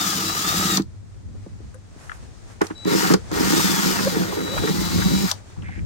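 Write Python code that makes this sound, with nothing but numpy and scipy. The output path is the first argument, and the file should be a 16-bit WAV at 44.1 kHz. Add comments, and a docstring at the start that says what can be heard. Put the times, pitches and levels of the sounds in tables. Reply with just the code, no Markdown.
"""A cordless drill whines and rattles into a cooler's hollow plastic wall: a short run, a brief burst,
a long run. Outdoors, on a phone's two microphones, close to the tool. The gears follow the motor's
speed, the controller whistles at part trigger, and the bit catches and slips, drumming the wall.
The spindle lock clacks at each stop; between runs the tool bumps and rubs on the cooler.
Behind it all lie handling rumble, a soft hiss and a low outdoor hum."""
import sys
import numpy as np
from scipy import signal
from scipy.fft import rfft, irfft, next_fast_len
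from scipy.io import wavfile
from scipy.ndimage import uniform_filter1d

SR = 44100
rng = np.random.default_rng(int(sys.argv[2]) if len(sys.argv) > 2 else 0)


def wav_record(signal):
    """Record a signal, one row per channel, as 16-bit PCM in the file named by sys.argv[1]."""
    frames = np.transpose(np.atleast_2d(signal))
    bounded = np.clip(frames, -1, 1)
    # unit amplitude maps onto the largest positive 16-bit level
    quanta = np.round(bounded * 32767).astype(np.int16)
    wavfile.write(sys.argv[1], SR, quanta)


N = 258029
TIME = np.arange(N) / SR

# Levels are relative: each source adds its own trim and pan.
# motor speed under trigger and load, one curve per run: t/s, f/Hz
MOTOR_SPEED = [
    [(0, 309), (.1, 283), (.19, 247.6), (.24, 224), (.28, 224), (.37, 247.5), (.47, 301), (.55, 316.5),
     (.62, 321.4), (.7, 322.3), (.77, 302)],
    [(2.85, 130), (2.96, 227), (3.04, 246), (3.14, 208)],
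    [(3.32, 139), (3.42, 211), (3.53, 295.7), (3.6, 314.7), (3.72, 287.5), (3.82, 270.5), (3.9, 253),
     (4.24, 121), (4.45, 85), (4.65, 145.5), (4.73, 164.7), (4.82, 173), (4.97, 182.5), (5.1, 189.8),
     (5.22, 197.5), (5.31, 190.5)],
]
# trigger pulls, levels at full speed: start/s, stop/s, rattle/dB, chips/dB, drumming/dB
TRIGGER_PULLS = [(-0.1, 0.768, -27.5, -29, -30), (2.857, 3.126, -26, -25.5, -22.5),
                 (3.315, 5.303, -26, -26, -24)]
# gear whine, order 12 being the pinion's tooth mesh: multiple of the motor's turn, level/dB
GEAR_ORDERS = [(4, 6), (5, -3), (6, -1), (9, -9), (11, -11), (12, 0), (15, -10), (17, -10), (19, -11),
               (20, -11), (21, -9), (23, -5), (24, -5.5), (26, -5), (27, -7), (28, -11), (32, -8), (34, -6),
               (38, -11)]
# resonances the whine swells through: f/Hz, width/Hz, level/dB
WHINE_MODES = [(3750, 450, 1.5), (5200, 450, 1)]
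# broad colour of the drill's shell: f/Hz, level/dB
HOUSING_COLOUR = [(300, -57), (1000, -7.5), (2000, -2.5), (2800, 0), (4300, 3), (6500, 3), (8000, -4),
                  (9500, -16), (15800, -8.5)]
# resonances of the shell: f/Hz, width/Hz, level/dB
HOUSING_MODES = [(3480, 250, -12.5), (5270, 220, -15), (6050, 300, -18), (7400, 300, -8), (9000, 750, 8.5),
                 (11440, 480, 13.5), (15200, 310, 6.5)]
# whistle at part trigger: start/s, stop/s, first level/dB, last level/dB
WHISTLES = [(0.257, 0.42, -33.5, -41), (2.75, 2.92, -49.5, -36), (4.247, 4.422, -50, -43),
            (4.425, 4.73, -37.5, -38), (4.774, 5.258, -42.5, -35.5)]
# resonances of bit and cut edge in the first hole: f/Hz, width/Hz, level/dB
FIRST_CUT_MODES = [(756, 340, -10.5), (1216, 54, -5.5), (1269, 48, -1.5), (1690, 61, -10.5)]
# the same in the second hole: f/Hz, width/Hz, level/dB
SECOND_CUT_MODES = [(802, 36, 3.7), (938, 62, 8.1), (1320, 430, 9.2), (1800, 120, 4.1)]
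# a large chip tears off: t/s, level/dB, f/Hz
CRUNCHES = [(3.14, -25.5, 1200), (3.357, -25.5, 860), (3.432, -22, 1410), (3.597, -25, 950),
            (3.682, -24, 1680), (3.933, -31, 1150), (3.988, -21.5, 1430), (4.323, -27, 920),
            (4.566, -25.5, 644), (4.577, -20.5, 1400), (4.633, -26, 1377), (4.673, -21.5, 1534),
            (4.982, -28, 1500), (5.019, -23, 1340), (5.308, -25.5, 1150), (5.316, -27.5, 840)]
# modes of the hollow wall: f/Hz, width/Hz, level/dB
WALL_MODES = [(191.3, 29, 4.5), (267, 47, -8), (321.7, 37.3, -5.5), (426.4, 72, -9), (497, 13, -20)]
# the bit catches and drums harder: start/s, stop/s, boost/dB
CATCHES = [(0.45, 0.76, 2), (3.102, 3.15, 6), (3.318, 3.47, 3), (3.513, 3.637, 3), (4.13, 4.22, 3),
           (4.36, 4.448, 5), (4.6, 4.787, 3.5), (4.97, 5.007, 7.5), (5.052, 5.134, 5), (5.19, 5.257, 6)]
# the bit snags or the tool knocks: t/s, thump/dB, crack/dB, rebound f/Hz, mode tilt/(dB per octave)
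KNOCKS = [(0.776, -6.5, -15.5, 232, 12), (0.796, -1.5, -25, 310, 3.5), (1.22, -42, -70, 217, -3),
          (1.465, -22.5, -60, 300, 0), (1.602, -31, -64, 370, 16), (1.96, -31, -54, 280, 11),
          (2.614, -3, -9.5, 383, 18), (2.706, -16, -23.5, 310, 18), (2.853, -10, -23.5, 280, 8),
          (3.103, -2, -18, 264, 15), (3.115, -6, -15, 313, -10), (3.138, 4.5, -10.5, 456, 4.5),
          (3.314, -14, -21, 452, 7), (3.405, -1, -23, 258, 20), (4.167, -5, -38, 239, 6),
          (4.193, -10, -42, 200, 2), (4.221, -14.5, -33, 220, 1), (4.631, -18.5, -36, 300, 2),
          (4.957, -6, -41, 201.9, 14), (5.054, -5.5, -38, 196, -11), (5.582, -25, -41, 260, 3),
          (5.628, -25, -35.5, 231, 6), (5.688, -26, -36, 240, -6), (5.776, -22, -59, 300, 3),
          (5.801, -30, -58, 240, 4)]
# growl through the seated bit, at full depth: multiple of the motor's turn, level/dB
GROWL_ORDERS = [(3, -52), (4, -57), (5, -50), (6, -52), (12, -55)]
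# plastic creaks at rest or squeals under the bit: start/s, stop/s, first f/Hz, last f/Hz, level/dB
CREAKS_AND_SQUEALS = [(1.744, 1.765, 528, 542, -44), (4.057, 4.076, 558, 537, -23),
                      (4.12, 4.17, 485.5, 445, -29), (4.476, 4.56, 468.3, 579, -37.5),
                      (4.635, 4.655, 442, 442, -24), (4.68, 4.698, 454, 442, -25)]
# clacks and clicks of spindle lock, chuck and trigger: t/s, level/dB
CLACKS = [(0.7695, -28), (0.7723, -11), (0.8205, -35), (2.616, -23), (2.6678, -30), (2.779, -45),
          (2.849, -32.5), (3.1374, -16), (3.14, -18), (3.315, -31), (5.314, -13), (5.3173, -30)]
# light taps of handling: t/s, level/dB, f/Hz
TICKS = [(1.352, -42, 340), (1.4625, -30.5, 486), (1.604, -48, 430), (1.742, -44, 1310), (1.744, -46, 8600),
         (2.095, -26.5, 1510), (2.1165, -25.5, 1440), (5.458, -46, 500), (5.564, -44, 900),
         (5.6214, -44, 2600), (5.69, -44, 890)]
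# the tool slides over the cooler: start/s, stop/s, level/dB
SLIDES = [(1.97, 2.16, -50.5), (2.47, 2.52, -51.5), (2.615, 2.645, -36.5)]
# the tool scrapes on the cooler: start/s, stop/s, level/dB
SCRAPES = [(5.642, 5.795, -43)]
# the hand shakes the phone: start/s, stop/s, level/dB
SHAKES = [(0.45, 0.95, -46.5), (1.14, 1.68, -46), (3.1, 3.7, -44.5), (4.53, 4.62, -34), (4.76, 5.23, -35.5),
          (4.93, 5.08, -34), (5.57, 5.66, -35.5), (5.66, 5.85, -40), (5.76, 5.84, -32)]
# air and handling on the microphones: f/Hz, level/dB
RUMBLE_COLOUR = [(22, -22), (50, 0), (75, 2), (100, 2), (130, -6), (220, -11.5), (450, -27.5), (900, -58),
                 (2000, -79)]
# spectrum of the outdoor hiss: f/Hz, level/dB
HISS_COLOUR = [(100, 14.5), (500, 10), (1000, 5), (1700, 2.5), (3000, -4), (6500, -2.5), (9000, -6.5),
               (11000, -24), (16000, -24)]
# rise and fall of that hiss: t/s, level/dB
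HISS_LEVEL = [(1.0, -56), (2.4, -49), (3.2, -43.5), (5.5, -48.5)]

FULL_SPEED_HZ, SWITCH_HZ = 300, 3936.5
SPIN_UP_S, BITE_S, SPIN_DOWN_S = 0.021, 0.0024, 0.012
MOVE_S, SINK_S, THROUGH_S = 2, 3.34, 5.26  # on to the second hole; the bit sinks in; it breaks through
# level change with the motor and the bit: dB per octave of speed, dB at full depth
RATTLE_LAW, WHINE_LAW, CHIP_LAW, DRUM_LAW = (7.7, -3), (8, 0), (4.5, -7.5), (4.17, -2.4)
FIRST_TILT_DB, SECOND_TILT_DB = 0.5, 5  # per octave across the wall's modes, at each hole
TILT_LAW = (-12.5, -19)  # a slow bit favours the upper modes, a deep one the lowest
WHINE_DB, GRIT_DB, UNBALANCE_DB, FLUTE_DB, GROWL_SHALLOW_DB = -30.8, -8.5, -1.5, -42.5, 3
RUMBLE_DB, HUM_DB, HUM_HZ, HUM_WIDTH_HZ = -47, -44, 97.9, 19
FIRST_PHASE_RAD, SECOND_PHASE_RAD = 0.39, 2.08  # wall sound between the microphones, at each hole
MIC_LAG_SAMPLES, TOP_HZ = 14, 15900


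def gears(motor_hz, depth, rattle_gain, whine_gain):
    """Close up, loose teeth rattle, grittier as the bit sinks; meshing teeth whine with the motor."""
    turns = np.cumsum(motor_hz * (1 + .001 * walk(200))) / SR
    throb = undb(0.33 * np.sin(2 * np.pi * turns / 14) + 0.21 * np.sin(2 * np.pi * turns)
                 + 0.79 * walk(60))
    rattle = mics(lambda: housing(grains(rate=9000, spread_db=-0.5)), likeness=0.23, pan_db=-1.5)
    grit = mics(lambda: housing(grains(rate=640, spread_db=3.5)), likeness=0.52, pan_db=7)
    rattle += undb(GRIT_DB) * depth * grit
    backlash_rad = 0.28 * walk(350)  # play between the teeth shakes each tone
    teeth = sum(undb(db + 2.5 * walk(25))
                * np.sin(2 * np.pi * (order * turns + rng.random()) + backlash_rad)
                for order, db in GEAR_ORDERS)
    whine = housing(teeth + resonate(teeth, WHINE_MODES))
    left, right = throb * (undb(4) * rattle_gain * rattle + whine_gain * whine)
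    shade = undb(-5)  # the phone's body shades the right microphone in the presence range
    return np.array([left + shade * ring(left, 4560, 930), right - shade * ring(right, 5480, 5300)])


def housing(x):
    """The gears reach the microphones through the drill's resonant shell."""
    return unit(colour(x + resonate(x, HOUSING_MODES), HOUSING_COLOUR))


def controller():
    """At part trigger the current is chopped, and the windings whistle at the switching rate."""
    phase = 2 * np.pi * SWITCH_HZ * TIME
    tone = np.sqrt(2) * (np.sin(phase) + undb(-19.5) * np.sin(2 * phase)) * undb(1.4 * walk(30))
    gain = sum(gate(start, stop, rise_s=0.0035, fall_s=0.0034)
               * undb(np.interp(TIME, [start, stop], [first_db, last_db]))
               for start, stop, first_db, last_db in WHISTLES)
    return tone * gain * undb([[2.5], [-4]])


def cutting(gain, depth):
    """Torn chips crackle through the resonances of bit and hole; now and then a large one snaps."""
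    def chips():
        tears = grains(rate=1300, spread_db=3.5)
        first = unit(band(resonate(tears, FIRST_CUT_MODES), 720, 2370))
        second = unit(band(resonate(tears, SECOND_CUT_MODES), 720, 2370))
        return np.where(TIME < MOVE_S, first, second)
    crunches = mics(lambda: snaps(CRUNCHES, decay_s=0.01, octaves=0.76), likeness=0.4, pan_db=-1.5)
    fits_db = (1.2 + 0.69 * depth) * walk(45)  # a deep bit cuts in fits
    crackle = mics(chips, likeness=0.58, pan_db=1.5)
    return gain * undb(1 + fits_db) * crackle + undb(0.5) * crunches


def wall(motor_hz, gain, tilt_db):
    """The bit catches and slips until it breaks through; these pushes and odd knocks ring the wall."""
    catch_db = sum(db * gate(start, stop, BITE_S, SPIN_DOWN_S) for start, stop, db in CATCHES)
    in_wall = np.exp(-np.maximum(TIME - THROUGH_S, 0) / SPIN_DOWN_S)
    slips = undb(25) * unit(grains(rate=700, spread_db=1))
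    unbalance = undb(UNBALANCE_DB + 2 * walk(30)) * np.sin(2 * np.pi * np.cumsum(motor_hz) / SR)
    sound = panel((slips + unbalance) * gain * in_wall * undb(catch_db + 1.6 * walk(25)), tilt_db)
    age = TIME[:SR // 4]
    for s, thump_db, _, hz, knock_tilt_db in KNOCKS:
        push = undb(thump_db + 7.5) * np.sin(2 * np.pi * hz * age) * np.exp(-age / 0.0027)
        at = int(s * SR)
        sound[at:at + len(age)] += panel(push, knock_tilt_db)[:N - at]
    sound = band(band(sound, 118, 462), 118, 462)
    # so close to the flexing panel the two microphones are out of step
    phase = np.where(TIME < MOVE_S, FIRST_PHASE_RAD, SECOND_PHASE_RAD)
    turn = np.exp(1j * phase * np.array([[.5], [-.5]]))
    pair = np.real(signal.hilbert(sound, next_fast_len(N))[:N] * turn)
    return pair / np.cos(np.clip(phase, 0, 2) / 2) * pan(-1)


def panel(push, tilt_db):
    """A push rings the wall's modes, their weights tilted in dB per octave at constant power."""
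    weights = np.array([undb(db + tilt_db * np.log2(hz / 250)) for hz, _, db in WALL_MODES])
    weights /= np.sqrt(np.sum(weights ** 2, axis=0))
    return sum(weight * ring(push, hz, width) for weight, (hz, width, _) in zip(weights, WALL_MODES))


def flutes(depth):
    """The deeper the bit, the more its flutes rub on the side of the hole."""
    rub = mics(lambda: friction(85, 1360, rate=3000, spread_db=7), likeness=0.2, pan_db=2)
    seated = gate(SINK_S, THROUGH_S, BITE_S, SPIN_DOWN_S)
    return undb(FLUTE_DB + walk(40)) * np.sqrt(depth) * seated * rub


def growl(motor_hz, depth):
    """The seated bit passes the motor's low harmonics on to the plastic, most while still shallow."""
    turns = np.cumsum(motor_hz * (1 + .007 * walk(130))) / SR
    tones = sum(undb(db + 3 * walk(45)) * np.sin(2 * np.pi * (order * turns + rng.random()))
                for order, db in GROWL_ORDERS)
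    seated = gate(SINK_S, THROUGH_S, SPIN_UP_S, SPIN_DOWN_S)
    return np.sqrt(2) * tones * seated * undb(GROWL_SHALLOW_DB * (1 - depth))


def creaks_and_squeals():
    """The plastic creaks at rest or squeals under the turning bit, in short, rough glides."""
    hz = curve([point for start, stop, first_hz, last_hz, _ in CREAKS_AND_SQUEALS
                for point in ((start, first_hz), (stop, last_hz))])
    phase = 2 * np.pi * np.cumsum(hz * (1 + 0.04 * walk(200))) / SR
    levels = [(start, stop, db) for start, stop, _, _, db in CREAKS_AND_SQUEALS]
    gain = spells(levels, rise_s=0.0026, fall_s=0.0059)
    tone = np.sin(phase) + undb(-18) * (np.sin(2 * phase) + np.sin(3 * phase))
    return np.sqrt(2) * gain * tone * undb(3.2 * walk(120))


def impacts():
    """Sharp clacks and clicks of spindle lock, chuck and trigger; cracks on plastic; light ticks."""
    def strike(low_hz, high_hz, pan_db):
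        return mics(lambda: unit(band(noise(), low_hz, high_hz)), likeness=0.29, pan_db=pan_db)
    sharp = strike(3630, 6700, pan_db=5) + undb(-14) * strike(7750, 13400, pan_db=-1)
    clacks = sharp * bursts(*np.transpose(CLACKS), decay_s=.0028, rise_s=.001)
    knock_s, _, crack_db, _, _ = np.transpose(KNOCKS)
    plastic = strike(694, 1600, pan_db=-1.5)
    cracks = plastic * bursts(knock_s + 0.0006, crack_db, decay_s=0.0056, rise_s=0.013)
    ticks = mics(lambda: snaps(TICKS, decay_s=0.0037, octaves=0.61), likeness=0.63, pan_db=8)
    return undb(1) * clacks + undb(-0.5) * cracks + ticks


def rubbing():
    """The tool drags over the cooler: soft, hissing slides and a short, grainy scrape."""
    def sliding():
        body = friction(500, 1900, rate=2200, spread_db=3.5)
        return body + undb(-5) * friction(5000, 9600, rate=4200, spread_db=0)
    slide = mics(sliding, likeness=0.17, pan_db=-2.5)
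    scrape = mics(lambda: friction(1600, 2310, rate=2900, spread_db=7), likeness=0.75, pan_db=-2.5)
    return (slide * spells(SLIDES, rise_s=0.021, fall_s=0.03)
            + scrape * spells(SCRAPES, rise_s=0.0016, fall_s=0.004))


def yard(x, t60_s, wet_db):
    """Nearby surfaces scatter a short, weak tail back to the microphones."""
    age = TIME[:SR // 2]
    tail = rng.standard_normal((2, len(age))) * undb(-60 * age / t60_s) * (age > .003)
    tail /= np.sqrt(np.sum(tail ** 2, axis=1, keepdims=True))
    return x + undb(wet_db) * signal.fftconvolve(x, tail, axes=1)[:, :N]


def handling():
    """Right at the microphones, air and the shaking hand rumble and the grip rustles."""
    mid, side = (unit(colour(noise(), RUMBLE_COLOUR)) for _ in range(2))
    shaking = undb(RUMBLE_DB) + spells(SHAKES, rise_s=0.0065, fall_s=0.017)
    opposed = side * np.array([[1], [-1]])  # a shake pushes the two microphones in opposite directions
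    rumble = (mid + undb(3.5) * opposed) * pan(3) * undb(-2.5 + 2 * walk(16))
    rustle = mics(lambda: friction(250, 590, rate=400, spread_db=-0.5), likeness=0.46, pan_db=3)
    return shaking * (rumble + rustle * undb(-27.5 + 2.4 * walk(18)))


def outdoors():
    """The bed of the place: a wide, soft hiss and an uneven low hum that sinks for a while."""
    hiss = mics(lambda: unit(colour(noise(), HISS_COLOUR)), likeness=0.027, pan_db=1)
    hiss *= undb(curve(HISS_LEVEL) + 1.5 * walk(15))
    lull_db = -16 * gate(start=1.8, stop=2.45, rise_s=0.04, fall_s=0.28)
    hum = unit(ring(ring(noise(), HUM_HZ, HUM_WIDTH_HZ), HUM_HZ, HUM_WIDTH_HZ))
    return hiss + hum * undb(HUM_DB + lull_db) * pan(3)


def mics(source, likeness, pan_db):
    """Direct sound (power share: likeness) reaches the left microphone first; the rest is scattered."""
    direct = source()
    direct_pair = np.array([direct, np.roll(direct, MIC_LAG_SAMPLES)])
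    scattered = np.array([source(), source()])
    return (np.sqrt(likeness) * direct_pair + np.sqrt(1 - likeness) * scattered) * pan(pan_db)


def pan(db):
    """Gains that set the left microphone db above the right."""
    return undb([[db / 2], [-db / 2]])


def undb(db):
    """Decibels to gain."""
    return np.exp(np.asarray(db) * (np.log(10) / 20))


def unit(x):
    """Scale to rms 1."""
    return x / np.sqrt(np.mean(x ** 2))


def curve(rows):
    """Rows of (t/s, value), joined by straight lines."""
    return np.interp(TIME, *np.transpose(rows))


def noise():
    """White noise."""
    return rng.standard_normal(N)


def walk(rate):
    """Smooth random drift with a spread near 1, rate steps per second."""
    step = max(int(SR / rate), 2)
    return 1.305 * uniform_filter1d(np.repeat(rng.standard_normal(N // step + 1), step), step)[:N]


def grains(rate, spread_db):
    """Random clicks of uneven size, rate per second."""
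    hit = rng.random(N) < rate / SR
    size, spread = rng.standard_normal((2, N))
    return hit * size * undb(spread_db * spread.clip(-2, 2))


def friction(low_hz, high_hz, rate, spread_db):
    """Rubbing: dense clicks in one band, at rms 1."""
    return unit(band(grains(rate, spread_db), low_hz, high_hz))


def colour(x, points):
    """Shape a sound by a spectrum of (f/Hz, level/dB) points."""
    hz, db = np.transpose(points)
    size = next_fast_len(N)
    bin_hz = np.fft.rfftfreq(size, 1 / SR)
    return irfft(rfft(x, size) * undb(np.interp(np.log(bin_hz + 1), np.log(hz), db)), size)[:N]


def ring(x, hz, width):
    """One resonance, gain 1 at its centre."""
    return signal.lfilter(*signal.iirpeak(hz, hz / width, fs=SR), x + 1e-18)


def resonate(x, modes):
    """Parallel resonances: rows of (f/Hz, width/Hz, level/dB)."""
    return sum(undb(db) * ring(x, hz, width) for hz, width, db in modes)


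def band(x, low_hz, high_hz):
    """Band-pass with second-order skirts."""
    return signal.sosfilt(signal.butter(2, [low_hz, high_hz], "band", fs=SR, output="sos"), x + 1e-18)


def gate(start, stop, rise_s, fall_s):
    """Attack from the start, hold, release after the stop."""
    first, last = np.searchsorted(TIME, [start, stop + 10 * fall_s])
    t, out = TIME[first:last], np.zeros(N)
    out[first:last] = (1 - np.exp((start - t) / rise_s)) * np.exp(-np.maximum(t - stop, 0) / fall_s)
    return out


def spells(rows, rise_s, fall_s):
    """A gain envelope from rows of (start/s, stop/s, level/dB)."""
    return sum(undb(db) * gate(start, stop, rise_s, fall_s) for start, stop, db in rows)


def bursts(times, db, decay_s, rise_s):
    """An envelope that swells quickly at each time and decays."""
    kicks = np.zeros(N)
    kicks[(times * SR).astype(int)] = undb(db)
    decays = signal.lfilter([1], [1, -np.exp(-1 / (decay_s * SR))], kicks + 1e-18)
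    return uniform_filter1d(decays, int(rise_s * SR))


def snaps(rows, decay_s, octaves):
    """Very short bursts of noise, each around its own pitch: rows of (t/s, level/dB, f/Hz)."""
    out, age, half_band = np.zeros(N), TIME[:SR // 10], 2 ** (octaves / 2)
    for s, db, hz in rows:
        burst = rng.standard_normal(len(age)) * np.exp(-age / decay_s)
        burst = band(burst, hz / half_band, hz * half_band)
        burst *= undb(db) * np.sqrt(decay_s * SR / 2 / np.sum(burst ** 2))
        at = int(s * SR)
        out[at:at + len(age)] += burst[:N - at]
    return out


def scene():
    """Motor speed and bit depth drive the drill and cooler up close; the outdoors lies behind."""
    motor_hz = curve([point for run in MOTOR_SPEED for point in run])
    octaves = np.log2(motor_hz / FULL_SPEED_HZ)
    depth = np.interp(TIME, [SINK_S, THROUGH_S], [0, 1])
    starts, stops, rattle_db, chip_db, drum_db = np.transpose(TRIGGER_PULLS)

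    def change(law):
        per_octave, at_full_depth = law
        return per_octave * octaves + at_full_depth * depth

    def driven(run_db, law, rise_s=SPIN_UP_S):
        return spells(zip(starts, stops, run_db), rise_s, SPIN_DOWN_S) * undb(change(law))
    whine_gain = driven([WHINE_DB] * len(starts), WHINE_LAW)
    drill = gears(motor_hz, depth, driven(rattle_db, RATTLE_LAW), whine_gain) + controller()
    chips = cutting(driven(chip_db, CHIP_LAW), depth)
    tilt_db = np.where(TIME < MOVE_S, FIRST_TILT_DB, SECOND_TILT_DB) + change(TILT_LAW)
    drumming = wall(motor_hz, driven(drum_db, DRUM_LAW, BITE_S), tilt_db)
    plastic = chips + drumming + flutes(depth) + growl(motor_hz, depth) + creaks_and_squeals()
    foreground = drill + plastic + impacts() + rubbing()
    return yard(foreground, t60_s=0.12, wet_db=-13) + handling() + outdoors()


def record(dry):
    """The phone rounds the highest peaks and cuts the top."""
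    rounded = np.tanh(dry)
    return signal.sosfilt(signal.ellip(10, .2, 80, TOP_HZ, fs=SR, output="sos"), rounded)


dry = scene()
out = record(dry)
wav_record(out)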